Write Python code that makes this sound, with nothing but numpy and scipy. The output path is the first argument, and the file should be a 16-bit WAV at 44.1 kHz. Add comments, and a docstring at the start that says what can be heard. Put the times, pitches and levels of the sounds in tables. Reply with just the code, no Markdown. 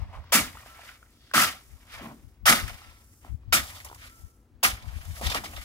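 """A light wind buffets each port of a two-port phone microphone on its own, over a steady far hush.
A steel spade, left of the microphone, is driven five times into a heap of sand and gravel.
At each thrust, tiny grain impacts hiss and shake the blade's modes; the heap thuds under its loads.
Between thrusts sand slides off and trickles; pebbles tick as short sines with a noisy crack.
A stone wall answers with a fading noise tail; the last second brings a run of louder crunches and ticks."""
import sys
import numpy as np
from scipy import signal
from scipy.fft import rfft, irfft, next_fast_len
from scipy.io import wavfile
from scipy.ndimage import uniform_filter1d, map_coordinates

SR = 44100
rng = np.random.default_rng(int(sys.argv[2]) if len(sys.argv) > 2 else 0)


def master(y):
    """Save y as 16-bit WAV."""
    cut = np.clip(np.atleast_2d(y).T, -1, 1)
    pcm = np.round(cut * 32767)  # scale
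    wavfile.write(sys.argv[1], SR, pcm.astype(np.int16))


N = 248724  # length in samples

# How far the left port hears the spade ahead of the right; each sound takes its own share of this.
# Each row: time in seconds, full lead in samples.
LEAD = [(0, 5.3), (1.3, 7), (2.5, 8.8), (3.5, 12), (4.6, 14), (5.64, 13)]
# The blade bites into the heap.
# Each row: start in seconds, grit hiss in dB, blade in dB relative to the hiss, extra dB of the low modes,
# belly modes in dB relative to the blade, time to fill in seconds, hold in seconds,
# release of the hiss in dB per second, ground thump in dB.
THRUSTS = [(0.32, -18, -2, 2.5, -8.5, 0.0054, 0.042, 270, -54.5),
           (1.336, -20, 1, 2, -4.5, 0.023, 0.087, 251, -46),
           (2.455, -17, 0.5, 4, -0.5, 0.011, 0.047, 226, -47),
           (3.524, -17.5, -2, 0, -10, .005, 0.027, 380.5, -60),
           (4.629, -18, -2, 2.5, -11, 0.0024, 0.015, 323.5, -41)]
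# Fine sand trickling between the thrusts.
# Each row: time in seconds, hiss in dB, blade in dB relative to the hiss.
TRICKLE = [(0, -84, 13.5), (.31, -83, 22), (.45, -56.5, -0.5), (.8, -60.5, 3.5), (1.02, -67.5, -4),
           (1.15, -69, -9), (1.3, -77, 2), (1.6, -61, -11.5), (1.87, -65, 3), (2.3, -70.5, -3.5),
           (2.45, -92.5, 10), (2.6, -50.5, -1.5), (2.9, -64, -3), (3.2, -64, -15.5), (3.35, -71.5, -5.5),
           (3.51, -96, 21), (3.64, -45.5, -2), (3.9, -60, -0.5), (4.2, -59.5, -7.5), (4.4, -75, -11.5),
           (4.62, -99.5, 17.5), (4.78, -63, 8), (5.1, -54, -1.5), (5.64, -52, 0.5)]


def amp(db):
    """Turns dB into a gain."""
    return 10 ** (np.asarray(db) / 20)


def unit(x):
    """Scales x to rms 1."""
    return x / np.sqrt(np.mean(x ** 2) + 1e-20)


def along(points, hz):
    """Reads a curve of (Hz, value) points on a log frequency axis."""
    f, v = np.transpose(points)
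    return np.interp(np.log(hz + 1), np.log(f + 1), v)


def curves(rows):
    """Gives one value per sample for each column after the time."""
    s, *cols = np.transpose(rows)
    return [np.interp(np.arange(N) / SR, s, c) for c in cols]


def wobble(rate):
    """A smooth random curve with this many random points a second."""
    points = rng.standard_normal(int(N * rate / SR) + 4)
    return map_coordinates(points, [np.arange(N) * rate / SR])


def since(s):
    """Seconds after a moment, 0 before it."""
    return np.clip(np.arange(N) / SR - s, 0, None)


def bump(centre, width):
    """A smooth swell of height 1, down to 37 percent one width (in seconds) from its centre."""
    return np.exp(-((np.arange(N) / SR - centre) / width) ** 2)


def filtered(x, response):
    """Multiplies the spectrum of x by a complex response of frequency."""
    m = next_fast_len(N + SR // 2)  # room for the ringing to end
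    return irfft(rfft(x, m) * response(np.fft.rfftfreq(m, 1 / SR)), m)[..., :N]


def colour(spectrum):
    """A response that gives white noise of rms 1 this spectrum, still at rms 1."""
    return lambda hz: unit(amp(along(spectrum, hz)))


def grains(count, spread_db, lead_share, scatter):
    """Tiny impacts at rms 1; each lands at its own spot, so it reaches the two ports with its own lag."""
    when, luck, sign, spot = rng.random((count, 4)).T
    size = amp(-spread_db * np.log(1 - luck)) * np.sign(sign - .5)
    left = (when * N).astype(int)
    lag = lead_share * curves(LEAD)[0][left] + scatter * np.log(spot / (1 - spot))
    right = np.clip(left + np.round(lag).astype(int), 0, N - 1)
    return unit(np.array([np.bincount(i, size, N) for i in (left, right)]))


def air():
    """A far hush and microphone noise: coloured noise partly shared by both ports, drifting in level."""
    # Each row: frequency in Hz, relative level in dB.
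    hush_spectrum = [(71, -38.5), (120, -1), (167, -13), (227, -1), (518, -15.5), (598, -17.5),
                     (1390, -23.5), (2100, -30), (15200, -43), (16500, -49)]
    shared, own = rng.standard_normal(N), rng.standard_normal((2, N))
    hush = filtered(unit(1.6 * shared + 0.19 * own), colour(hush_spectrum))
    return amp(-66.5 + 0.57 * wobble(2.1)) * hush


def wind():
    """Eddies thump one port at a time over a low rumble; each thrust shakes the ground under both."""
    # Each row: frequency in Hz, relative level in dB.
    rumble_spectrum = [(15, -40), (30, -15.5), (55, -2.5), (90, -6.5), (140, -21.5), (300, -37.5),
                       (1000, -87.5)]
    # Low rumble at both ports. Each row: time in seconds, level in dB.
    breeze = [(0, -48.5), (.55, -52), (.8, -60), (1.2, -60.5), (2.1, -57), (3.0, -58), (3.6, -49),
              (4.0, -52.5), (4.5, -65), (4.9, -49.5), (5.3, -41), (5.64, -53)]
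    # Single eddies. Each row: time in seconds, level in dB, port that is thumped.
    eddy_rows = [(0.02, -30, "left"), (0.08, -34, "right"), (0.19, -33, "right"), (1.73, -39, "left"),
                 (1.97, -44, "left"), (2.26, -43, "left"), (2.45, -34, "left"), (2.55, -33, "left"),
                 (2.65, -32, "left"), (2.72, -36, "left"), (2.88, -45, "left"), (3.33, -31, "left"),
                 (3.5, -31, "left"), (3.6, -40, "left"), (4.25, -40, "left"), (4.55, -50, "left"),
                 (4.7, -38, "left"), (4.87, -35, "left"), (4.97, -32, "left"), (5.1, -31, "left"),
                 (5.28, -24, "left"), (5.4, -39, "left"), (5.58, -39, "left")]
    gust_width_s = 0.036
    thump_delay_s, thump_width_s = 0.11, 0.036  # the ground thump peaks after the bite

    lumps = amp(1.8 * np.array([wobble(10), wobble(10)]))
    eddies = unit(lumps * filtered(rng.standard_normal((2, N)), colour(rumble_spectrum)))
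    gusts = []
    for port in ("left", "right"):
        power = sum((amp(db) * bump(s, gust_width_s)) ** 2 for s, db, side in eddy_rows if side == port)
        gusts.append(np.sqrt(power))
    thumps = sum(amp(row[-1]) * bump(row[0] + thump_delay_s, thump_width_s) for row in THRUSTS)
    shared = unit(filtered(rng.standard_normal(N), colour(rumble_spectrum)))
    return eddies * np.array(gusts) + shared * (amp(curves(breeze)[0]) + thumps)


def wall(x):
    """The wall answers with a noise tail, its own at each port, where each frequency dies at its own speed."""
    # Each row: frequency in Hz, time to fall by 60 dB in seconds.
    fade_times = [(200, 0.31), (2000, 0.25), (12000, 0.21)]
    hz, t, z = signal.stft(rng.standard_normal((2, SR // 3)), SR, nperseg=256)
    fade = amp(-60 * t / along(fade_times, hz)[:, None])
    tail = signal.istft(z * fade, SR, nperseg=256)[1]
    late = np.pad(x.mean(0), (300, 0))  # the answer starts 300 samples late
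    return signal.fftconvolve(late[None], tail / np.linalg.norm(tail[0]), axes=1)[:, :N]


def heap():
    """Packed sand answers each load with a dull swell: low-pitched grain noise that rises and dies."""
    # Each row: frequency in Hz, relative level in dB.
    thud_spectrum = [(70, -34.5), (120, -8), (160, -10), (220, -2), (300, -7), (400, -16), (800, -35)]
    # Each row: start in seconds, level in dB, time to fall by 60 dB in seconds.
    loads = [(0.336, -22.5, 0.28), (1.35, -23, 0.3), (2.005, -39, 0.6), (2.481, -25, 0.38), (3.24, -49, .2),
             (3.534, -23.5, 0.16), (4.633, -34, 0.24), (5.217, -41.5, 0.58), (5.345, -38.5, 0.28),
             (5.441, -44.5, 0.46)]
    rise_s = .014
    load = 0
    for s, db, t60 in loads:
        t = since(s)
        load = load + amp(db - 60 * t / t60) * (1 - np.exp(-(t / rise_s) ** 2))
    grain = grains(count=30000, spread_db=2.5, lead_share=0.078, scatter=2.1)
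    return filtered(grain * load * amp(0.82 * wobble(26)), colour(thud_spectrum))


def steel_knocks():
    """A pebble gives a short, rough tick with a crack; the bare blade rings on in its modes."""
    # Pebbles striking the steel. Each row: time in seconds, level in dB, pitch in Hz.
    pebbles = [(0.019, -37.5, 877), (0.152, -44, 1000), (0.241, -41, 987), (0.571, -31, 1283),
               (0.661, -37, 830), (1.028, -39, 1223), (1.313, -31, 1500), (1.347, -10, 1439),
               (1.379, -3.5, 1274), (1.393, -13, 1268), (2.818, -37, 1323), (3.248, -36, 715),
               (3.265, -45.5, 600), (3.802, -33, 2040), (3.899, -35, 1172), (3.914, -33, 945),
               (3.928, -32, 1048), (3.96, -42, 1114), (5.212, -24, 549), (5.265, -19, 3484),
               (5.272, -29.5, 600), (5.297, -26, 3670), (5.316, -30, 658), (5.345, -16.5, 1263),
               (5.358, -21.5, 1018), (5.438, -26, 674), (5.535, -34.5, 625), (5.562, -35, 3587),
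               (5.579, -33.5, 587)]
    # The unloaded blade sings. Each row: time in seconds, level in dB.
    sings = [(0.691, -51.5), (2.828, -57), (4.088, -55.5)]
    # Modes of the free blade. Each row: frequency in Hz, level in dB, time to fall by 60 dB in seconds.
    free_blade = [(1337, 1, 0.9), (2450, -13, 0.089)]
    tick_t60_s, crack_t60_s = 0.017, 0.041  # times to fall by 60 dB

    out, t = np.zeros(N + SR), np.arange(SR // 2) / SR
    for s, db, hz in pebbles:
        jitter, grit_noise = rng.standard_normal((2, len(t)))
        # an uneven stone blurs the pitch
        phase = 2 * np.pi * hz * t + .16 * np.cumsum(jitter)
        tick = amp(-60 * t / tick_t60_s) * np.sin(phase)
        crack = 1.1 * amp(-28.5 - 60 * t / crack_t60_s) * np.diff(grit_noise, prepend=0)
        soft_start = 1 - np.exp(-t / 0.00038)
        out[round(s * SR):][:len(t)] += amp(db) * (tick * soft_start + crack)
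    for s, db in sings:
        ring = sum(amp(level - 60 * t / t60) * np.sin(2 * np.pi * hz * t) for hz, level, t60 in free_blade)
        out[round(s * SR):][:len(t)] += amp(db) * ring * (1 - np.exp(-t / 0.0045))
    # the right port hears the same knocks later
    late = np.arange(N) - np.round(0.74 * curves(LEAD)[0]).astype(int)
    return np.array([out[:N], out[np.clip(late, 0, N)]])


def bite(s, fill, hold, release):
    """Gain of one thrust: sudden contact, filling up, a sagging hold, a steady release."""
    contact_s, fill_db, sag_db_per_s = 0.0025, 12.5, 22  # fill_db: how far under full level it starts
    t = since(s)
    filling = -fill_db * np.exp(-t / fill)
    sag = -sag_db_per_s * np.minimum(t, hold)
    db = filling + sag - release * np.clip(t - hold, 0, None)
    return (1 - np.exp(-(t / contact_s) ** 2)) * amp(db)


def motion():
    """Gains of the hiss and of the low, middle, high and belly modes; the powers of all moving grit add up."""
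    # Low, middle and high modes in dB relative to the blade level, while trickling and in a thrust.
    trickle_modes_db = (-3.5, -0.5, -4.5)
    thrust_modes_db = (-12, -1.5, -4.5)
    # Release of the low, middle, high and belly modes, as a multiple of the hiss release.
    blade_release = (.9, .85, .85, 1.4)
    # Short crunches of gravel on the steel. Each row: start in seconds, time to fall by 60 dB in seconds,
    # hiss in dB, low modes in dB, middle modes in dB, high modes in dB.
    crunches = [(2.678, 0.099, -42.5, -50, -44, -45), (2.692, .25, -49, -46.5, -45.5, -45.5),
                (3.676, .15, -52, -66, -57, -43.5), (3.8, 0.072, -52.5, -67, -56, -48.5),
                (3.846, 0.11, -42, -50.5, -56, -65), (3.885, 0.054, -57, -51, -58, -50),
                (3.945, 0.13, -50.5, -70, -57, -59.5), (4.096, 0.053, -54.5, -73, -54, -60),
                (4.822, .06, -54, -70, -64, -56), (5.211, 0.19, -46.5, -40, -47, -54.5),
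                (5.266, .1, -34.5, -40, -34.5, -30), (5.298, .1, -36.5, -35, -38, -31.5),
                (5.345, .15, -36.5, -32, -28, -31.5), (5.44, .12, -40.5, -39.5, -36, -39),
                (5.535, .1, -56, -45.5, -54, -63), (5.563, 0.26, -52, -62.5, -44, -47),
                (5.611, .15, -55.5, -63, -50, -49)]
    # Loads of sand sliding over the blade or landing. Each row: centre in seconds, half length in seconds,
    # hiss in dB, low modes in dB, middle modes in dB, high modes in dB.
    slides = [(0.01, 0.056, -74, -53, -58.5, -64), (0.155, 0.049, -67.5, -49.5, -55.5, -63),
              (0.873, 0.07, -57, -63, -51.5, -56.5), (1.278, 0.15, -72, -90, -70, -63.5),
              (1.953, 0.048, -53.5, -50, -47, -51), (2.03, 0.043, -68.5, -48.5, -47, -60),
              (2.08, .045, -70, -46, -56, -65), (2.826, 0.13, -66, -61.5, -55.5, -59),
              (3.268, 0.038, -68, -60, -58, -68), (3.765, .025, -54, -60, -52, -50),
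              (3.87, 0.02, -74, -56, -57, -68), (4.045, 0.044, -55.5, -63.5, -48, -52),
              (5.185, .035, -47.5, -53, -55.5, -53), (5.253, .025, -38.5, -41, -36.5, -36.5),
              (5.318, .025, -42, -42, -38.5, -37), (5.362, 0.023, -39, -58, -33, -42),
              (5.456, .015, -44.5, -51, -41.5, -41.5)]
    # the edge knocks as it enters: low, middle, high and belly modes in dB relative to the hiss
    entry_db, entry_t60_s = np.array((-5, -9.5, -14, -7.5)), 0.063
    blade_lag_s = .005  # the blade's modes are held a little longer than the hiss
    crunch_rise_s, spike_db, spike_s = 0.0012, 6, .004  # the first contact of a crunch stands out

    hiss_db, blade_db = curves(TRICKLE)
    power = np.zeros((5, N))
    trickle_db = [hiss_db, *(hiss_db + blade_db + db for db in trickle_modes_db)]
    power[:-1] = amp(trickle_db) ** 2
    for s, db, blade_db, low_db, belly_db, fill, hold, release, _ in THRUSTS:
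        power[0] += (amp(db) * bite(s, fill, hold, release)) ** 2
        offsets_db = np.append(np.add(thrust_modes_db, [low_db, 0, 0]), belly_db)
        modes_db = db + blade_db + offsets_db
        for k, (level, share) in enumerate(zip(modes_db, blade_release), start=1):
            power[k] += (amp(level) * bite(s, fill, hold + blade_lag_s, share * release)) ** 2
        knock = (since(s) > 0) * amp(-60 * since(s) / entry_t60_s)
        power[1:] += np.outer(amp(db + entry_db), knock) ** 2
    for s, t60, *dbs in crunches:
        t = since(s)
        rise = 1 - np.exp(-(t / crunch_rise_s) ** 2)
        fade = amp(spike_db * np.exp(-t / spike_s) - 60 * t / t60)
        power[:-1] += np.outer(amp(dbs), rise * fade) ** 2
    for s, half, *dbs in slides:
        power[:-1] += np.outer(amp(dbs), bump(s, half)) ** 2
    return np.sqrt(power)


def shifting_load(x, depth_db):
    """Sliding sand damps now one part of the blade, now another: patches of gain over time and frequency."""
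    z = signal.stft(x, nperseg=512)[2]
    field = rng.standard_normal(z.shape[1:])
    field = uniform_filter1d(field, size=3, axis=0)  # smooth over frequency
    field = uniform_filter1d(field, size=6, axis=1)  # smooth over time
    return signal.istft(z * unit(amp(depth_db * unit(field))), nperseg=512)[1][:, :N]


def modes(low_hz, high_hz):
    """The blade modes in a range, passed twice for steep skirts; white noise keeps rms 1."""
    # The blade damped by sand. Each row: frequency in Hz, width in Hz, relative level in dB.
    damped_blade = [(600, 370, -4), (763, 224, 4.5), (1068, 342, -5), (1213, 232, -2.5), (1392, 396, -1),
                    (1964, 570, -2), (2280, 347, 2), (2896, 875, -12), (3420, 1200, -4.5), (4085, 470, 7),
                    (4780, 1800, -5.5)]
    group = [mode for mode in damped_blade if low_hz <= mode[0] < high_hz]

    def ring(f):
        """Resonances of alternating sign, summed and then squared."""
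        total = 0
        for k, (centre, width, db) in enumerate(group):
            resonance = 1j * f * width / (centre * centre - f * f + 1j * f * width)
            total = total + (-1) ** k * amp(db / 2) * resonance  # half the dB, as it passes twice
        return total ** 2

    return lambda f: ring(f) / np.sqrt(np.mean(np.abs(ring(f)) ** 2))


def grit():
    """Grains hiss against each other and shake the damped blade; coarser grains shake lower modes."""
    # Each row: frequency in Hz, relative level in dB.
    hiss_spectrum = [(2500, -33.5), (4200, -10.5), (5200, -0.5), (7300, -0.5), (9500, -0.5), (11900, -1.5),
                     (13900, -5), (15000, -3), (15700, -10)]
    # Trickling sand is brighter than the bite. Each row: frequency in Hz, relative level in dB.
    fines_spectrum = [(6000, -29.5), (10000, -11.5), (13000, 1), (16000, 4)]

    hiss_gain, low_gain, middle_gain, high_gain, belly_gain = motion()
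    clumps = wobble(70)  # grit arrives in handfuls
    fine = grains(count=200000, spread_db=1.0, lead_share=0.98, scatter=1.0)
    fine = fine * amp(0.58 * clumps + 1.2 * wobble(170))
    small = grains(count=120000, spread_db=2.0, lead_share=0.91, scatter=1.8)
    small = shifting_load(small * amp(1.6 * clumps + .9 * wobble(90)), depth_db=1.0)
    medium = grains(count=60000, spread_db=1.5, lead_share=0.68, scatter=1.7)
    medium = shifting_load(medium * amp(1.7 * clumps + 2.2 * wobble(110)), depth_db=1.5)
    coarse = grains(count=30000, spread_db=2.5, lead_share=.8, scatter=2)
    coarse = shifting_load(coarse * amp(.5 * clumps + 1.8 * wobble(50)), depth_db=1.5)

    blade = filtered(coarse * low_gain, modes(0, 1070))
    blade += filtered(medium * middle_gain, modes(1070, 3050))
    blade += filtered(small * high_gain, modes(3050, 9000))
    blade += filtered(coarse * belly_gain, modes(1070, 1600))
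    hiss = filtered(fine * hiss_gain, colour(hiss_spectrum))
    fines_gain = amp(curves(TRICKLE)[0] - 18)  # 18 dB under the trickle's hiss
    return hiss + filtered(fine * fines_gain, colour(fines_spectrum)) + blade


def scene():
    """Adds up spade, heap, wall, wind and hush."""
    spade = grit() + heap() + steel_knocks()
    return spade + amp(-11.5) * wall(spade) + wind() + air()


def record(dry):
    """The converter rounds off high peaks, the phone's body tilts the ports apart and the top treble is cut."""
    # Each row: frequency in Hz, left minus right in dB.
    port_tilt = [(100, 3.5), (700, -0.5), (1300, 2.5), (2400, -2.5), (4400, 1), (8000, 0.5), (15000, -3)]
    roll_hz, top_hz = 15760, 16800  # 32 dB down above the first, nothing from the second upward
    soft = dry / (1 + np.abs(dry / .8) ** 4) ** .25

    def response(hz):
        """Half the tilt up on the left and half down on the right, with the treble cut."""
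        tilt_db = np.outer([.5, -.5], along(port_tilt, hz))
        return amp(tilt_db - 32 * (hz > roll_hz)) * (hz < top_hz)

    return filtered(soft, response)


dry = scene()
out = record(dry)
master(out)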